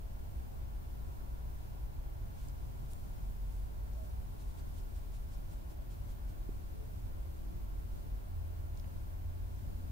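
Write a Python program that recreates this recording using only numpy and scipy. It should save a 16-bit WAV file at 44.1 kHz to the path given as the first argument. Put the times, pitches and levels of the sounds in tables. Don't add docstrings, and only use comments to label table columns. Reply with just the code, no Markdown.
import sys
import numpy as np
from scipy import signal
from scipy.fft import rfft, irfft, next_fast_len
from scipy.io import wavfile
from scipy.ndimage import uniform_filter1d

SR = 44100
rng = np.random.default_rng(int(sys.argv[2]) if len(sys.argv) > 2 else 0)


def generate_wav(sig):
    pcm = np.round(np.clip(np.atleast_2d(sig).T, -1, 1) * 32767).astype(np.int16)
    wavfile.write(sys.argv[1], SR, pcm)


N = 437031
TIME, FREQ = np.arange(N) / SR, np.fft.rfftfreq(N, 1 / SR)

# first stroke in seconds, stroke count, spacing in seconds, level in dB,
# tiring in dB per stroke, brightness in dB per octave.
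SCRATCH_BOUTS = [(4.408, 8, .1864, -65.6, .15, -0.7), (5.922, 3, .187, -65.5, 1.3, -2.8)]
# middle in seconds, level in dB, half length in seconds,
# brightness in dB per octave.
LITTER_RUSTLES = [(2.425, -67.8, .052, -2), (2.917, -62.5, 0.011, 4), (3.0, -74, .079, 2),
                  (3.57, -72.5, 0.079, 2), (4.05, -72, .022, 3), (4.492, -72.5, 0.083, 0),
                  (8.785, -71.5, .02, -1.5)]
# frequency in Hz, relative level in dB.
FUR_COLOUR = [(600, -24), (1500, -7), (2500, -5.5), (3200, -2), (5000, -1.5), (6400, -1.5), (7600, -1),
              (9000, -2.5), (11000, -2.5), (13000, -8), (17000, -25)]
# start in seconds, attack level in dB, centre in Hz,
# decay in seconds.
STALK_SNAPS = [(2.4857, -47, 8800, .001), (2.497, -59, 5200, .002), (2.9338, -56, 4000, .0015),
               (2.9342, -43, 10100, .0007), (8.7735, -59, 6000, .003), (8.7975, -53, 5070, .0024),
               (8.843, -55, 2600, .002)]
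# multiple of its centre frequency, relative level in dB.
SNAP_COLOUR = [(.1, -40), (.5, -13), (.72, -2), (1.15, 0), (1.32, -16), (1.7, -40)]
# start in seconds, gain in dB.
GROUND_KNOCKS = [(2.83, -13), (6.49, 0)]
# frequency in Hz, relative level in dB, seconds to fall by 60 dB.
KNOCK_MODES = [(160, -43, .016), (325, -38, .022), (405, -35, .03)]
# start and end in seconds, first and last pitch in Hz,
# midway level in dB, growth from start to end in dB.
ENGINE_PULLS = [(.2, 2.2, 55.5, 58, -52.5, 1), (1.35, 2.88, 122.9, 127.5, -54.5, 5.5),
                (3.2, 4.25, 44.09, 59.97, -42, -0.5), (4.6, 8.2, 37.94, 46.01, -48.5, 4.5),
                (6.55, 8.2, 82.25, 82.3, -51, -3), (8.3, 9.88, 83.17, 86.46, -45, -0.5)]
# middle in seconds, pitch in Hz, level in dB, half length in seconds.
FAR_NOTES = [(1.6, 954, -76, 1.2), (4.01, 620, -52.5, .036), (4.189, 721, -66.5, .07),
             (6.828, 440, -59.5, .062), (7.546, 335.4, -62, .3)]
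# frequency in Hz, relative level in dB.
ROAD_COLOUR = [(8, -13.5), (15, -1.5), (30, -5), (42, 1), (55, -3.5), (90, -6.5), (150, -17), (260, -24.5),
               (400, -53.5)]
BRIGHT_AIR_COLOUR = [(60, -23), (150, -12), (240, -1.5), (320, 2.5), (450, 1), (650, -0.5), (800, -1.5),
                     (950, -3.5), (1150, -7.5), (1330, -6), (1500, -12), (2000, -20.5), (3000, -27.5),
                     (16000, -75)]
DULL_AIR_COLOUR = [(60, -27), (150, -16.5), (235, -3), (310, 4), (450, 0), (650, -0.5), (800, -4),
                   (950, -5.5), (1150, -8), (1330, -7.5), (1500, -12.5), (2000, -21), (3000, -28),
                   (16000, -76)]
HISS_COLOUR = [(300, 5), (2000, -2.5), (4000, -6), (7500, -11), (10000, -9), (12500, -5.5), (15500, 0.5),
               (16500, -27), (18000, -14)]
# frequency in Hz, level in dB before panning.
WHINE_TONES = [(1536, -85.5), (1824, -93), (1921.5, -81), (2306, -87), (2785, -92)]
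# centre in Hz, half width in Hz, depth from 0 to 1.
CAMERA_NOTCHES = [(478, 15, .85), (1250, 36, .78), (1888, 22, .7)]
# frequency in Hz, correlation from -1 to 1.
PORT_LIKENESS = [(30, .94), (45, .94), (65, .72), (85, .52), (110, -.03), (180, -.24), (350, -.5),
                 (600, -.58), (1000, -.55), (1330, -.75), (3000, -.6), (5000, -.15)]
# frequency in Hz, lead of the left in radians.
PORT_LEAD = [(30, -0.37), (55, -0.31), (85, -0.66), (120, -0.062), (300, 0.11), (1000, -0.086)]
# frequency in Hz, left over right in dB.
PORT_BALANCE = [(30, .4), (70, 1.1), (125, -.6), (250, 1.2), (600, 2.4), (1000, .8), (1400, -2), (3000, -1),
                (5000, 0)]

MOVE_START_S, MOVE_END_S = 2.25, 5.8


def scratches(half_s=.018, ease_db=1, bright_spread_db=1.0):
    rows = []
    for first, count, period, db, tiring_db, bright_db in SCRATCH_BOUTS:
        for k, place in enumerate(np.linspace(-1, 1, count)):
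            level = db - tiring_db * k - ease_db * place ** 2
            brightness = bright_db + bright_spread_db * rng.standard_normal()
            rows.append((first + k * period, level, half_s, brightness))
    return rows


def strokes(grain_db=.5, grains_per_s=5000, bleed=.15):
    out, t = np.zeros((2, N)), np.arange(-8192, 8192) / SR
    for middle, db, half, bright_db in LITTER_RUSTLES + scratches():
        size = gain_of(grain_db * np.minimum(rng.exponential(1, (2, len(t))), 4))
        clicks = size * rng.choice([-1, 1], size.shape) * (rng.random(size.shape) < grains_per_s / SR)
        colour = [(hz, level + bright_db * np.log2(hz)) for hz, level in FUR_COLOUR]
        rustle = coloured(clicks + bleed * clicks[::-1], colour)
        swell = np.exp(-.5 * (t / half) ** 2)
        add(out, middle + t[0], gain_of(db) * rustle * swell)
    return out


def crackles(count=10, db=-62, hz=6800, spread_octaves=.25, decay_s=.0008):
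    starts = rng.uniform(MOVE_START_S, MOVE_END_S, count)
    centres = hz * 2 ** rng.uniform(-spread_octaves, spread_octaves, count)
    return [(start, db, centre, decay_s) for start, centre in zip(starts, centres)]


def snaps():
    out, t = np.zeros((2, N)), np.arange(1024) / SR
    for start, db, hz, decay in STALK_SNAPS + crackles():
        colour = [(hz * multiple, level) for multiple, level in SNAP_COLOUR]
        crack = coloured(rng.standard_normal((2, len(t))), colour)
        add(out, start, gain_of(db) * crack * np.exp(-t / decay))
    return out


def coat(db=-78.5, uneven_db=2.5, fade_s=.2):
    level = faded(MOVE_START_S, MOVE_END_S, fade_s) * gain_of(db + uneven_db * drift(14))
    return level * coloured(rng.standard_normal((2, N)), FUR_COLOUR)


def knocks(pan_right_db=7.5, contact_s=.003):
    out, t = np.zeros((2, N)), np.arange(4096) / SR
    ring = sum(gain_of(db - 60 * t / t60) * np.sin(2 * np.pi * hz * t) for hz, db, t60 in KNOCK_MODES)
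    contact = np.hanning(round(contact_s * SR))
    bump = -np.convolve(ring, contact / contact.sum())
    for start, db in GROUND_KNOCKS:
        add(out, start, bump * gain_of([[db - pan_right_db], [db + pan_right_db]]))
    return out


def road_rumble(db=-42, heave_db=.24):
    noise = outdoor_field(ROAD_COLOUR, patchy_db=1.0)
    envelope = np.sqrt(uniform_filter1d((noise ** 2).mean(0), size=SR // 4))
    return noise / envelope * gain_of(db + heave_db * drift(3))


def engine_drones(waver_hz=.31, flutter_db=1.34, fade_s=.14, climb_power=1.25):
    out = np.zeros((2, N))
    for start, end, first_hz, last_hz, db, growth_db in ENGINE_PULLS:
        progress = np.clip((TIME - start) / (end - start), 0, 1)
        hz = first_hz + (last_hz - first_hz) * progress ** climb_power
        phase = 2 * np.pi * np.cumsum(hz + waver_hz * drift(6)) / SR
        level = gain_of(db + growth_db * (progress - .5) + flutter_db * drift(7))
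        out += tone_at_ports(phase, (first_hz + last_hz) / 2) * faded(start, end, fade_s) * level
    return out


def far_tones(waver_hz=20, flutter_db=3.0):
    out, waver, flutter = np.zeros((2, N)), waver_hz * drift(90), flutter_db * drift(9)
    for middle, hz, db, half in FAR_NOTES:
        span = abs(TIME - middle) < 4 * half
        tone = tone_at_ports(2 * np.pi * np.cumsum(hz + waver[span]) / SR, hz)
        swell = np.exp(-.5 * ((TIME[span] - middle) / half) ** 2)
        out[:, span] += tone * swell * gain_of(db + flutter[span] - flutter[span].mean())
    return out


def night_air(db=-57.4, flutter_db=.5, dull_at_s=4.75, crossfade_s=.86):
    blend = np.clip(.5 + (TIME - dull_at_s) / crossfade_s, 0, 1)
    bright = outdoor_field(BRIGHT_AIR_COLOUR, patchy_db=.24)
    dull = outdoor_field(DULL_AIR_COLOUR, patchy_db=.53)
    wash = np.sqrt(1 - blend) * bright + np.sqrt(blend) * dull
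    return gain_of(db + flutter_db * drift(21)) * wash


def electronics(hiss_db=-64.5):
    whine = sum(gain_of(db) * np.sqrt(2) * np.sin(2 * np.pi * (hz * TIME + rng.random()))
                for hz, db in WHINE_TONES)
    hiss = gain_of(hiss_db) * coloured(rng.standard_normal((2, N)), HISS_COLOUR)
    return hiss + whine * np.array([[.65], [-1.3]])


def notched(x):
    size = next_fast_len(N)
    hz = np.fft.rfftfreq(size, 1 / SR)
    dips = [1 - depth / (1 + ((hz - centre) / width) ** 2) for centre, width, depth in CAMERA_NOTCHES]
    return irfft(rfft(x, size) * np.prod(dips, axis=0), size)[:, :N]


def outdoor_field(colour, patchy_db):
    frames, hz = N // 1024 + 5, np.fft.rfftfreq(4096, 1 / SR)
    left_re, left_im, other_re, other_im, patches = rng.standard_normal((frames, len(hz), 5)).T
    patches = uniform_filter1d(patches, 12, axis=0, mode="wrap")
    patches = evened(uniform_filter1d(patches, 7, axis=1))
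    likeness = curve(PORT_LIKENESS, hz)[:, None]
    left = left_re + 1j * left_im
    right = likeness * left + np.sqrt(1 - likeness ** 2) * (other_re + 1j * other_im)
    pan = (gain_of(curve(PORT_BALANCE, hz) / 2) * np.exp(.5j * curve(PORT_LEAD, hz)))[:, None]
    level = gain_of(curve(colour, hz)[:, None] + patchy_db * patches)
    spectra = np.array([left * pan, right / pan]) * level
    return evened(signal.istft(spectra, nperseg=4096, noverlap=3072)[1][:, :N])


def tone_at_ports(phase, hz):
    gap = np.arccos(curve(PORT_LIKENESS, hz))
    return np.sqrt(2) * np.array([np.sin(phase), np.sin(phase + gap)])


def coloured(x, colour):
    size = next_fast_len(x.shape[-1])
    eq = gain_of(curve(colour, np.fft.rfftfreq(size, 1 / SR)))
    return evened(irfft(rfft(x, size) * eq, size)[..., :x.shape[-1]])


def drift(per_s):
    knots = rng.standard_normal(1024)
    return evened(uniform_filter1d(np.interp(TIME * per_s, np.arange(1024), knots), 801))


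def faded(start, end, fade_s):
    return np.clip(.5 + np.minimum(TIME - start, end - TIME) / fade_s, 0, 1)


def curve(points, hz):
    point_hz, value = np.transpose(points)
    return np.interp(np.log(hz + 1), np.log(point_hz + 1), value)


def gain_of(db):
    return 10 ** (np.asarray(db) / 20)


def evened(x):
    return x / np.sqrt(np.mean(x ** 2) + 1e-30)


def add(mix, start_s, sound):
    part = mix[:, round(start_s * SR):][:, :sound.shape[1]]
    part += sound[:, :part.shape[1]]


def scene():
    bed = road_rumble() + engine_drones() + night_air() + far_tones()
    return strokes() + snaps() + coat() + knocks() + bed


def record(dry):
    low_pass = signal.firwin(801, cutoff=15750, window=("kaiser", 9), fs=SR)
    return signal.oaconvolve(notched(dry + electronics()), low_pass[None], "same")


dry = scene()
out = record(dry)
generate_wav(out)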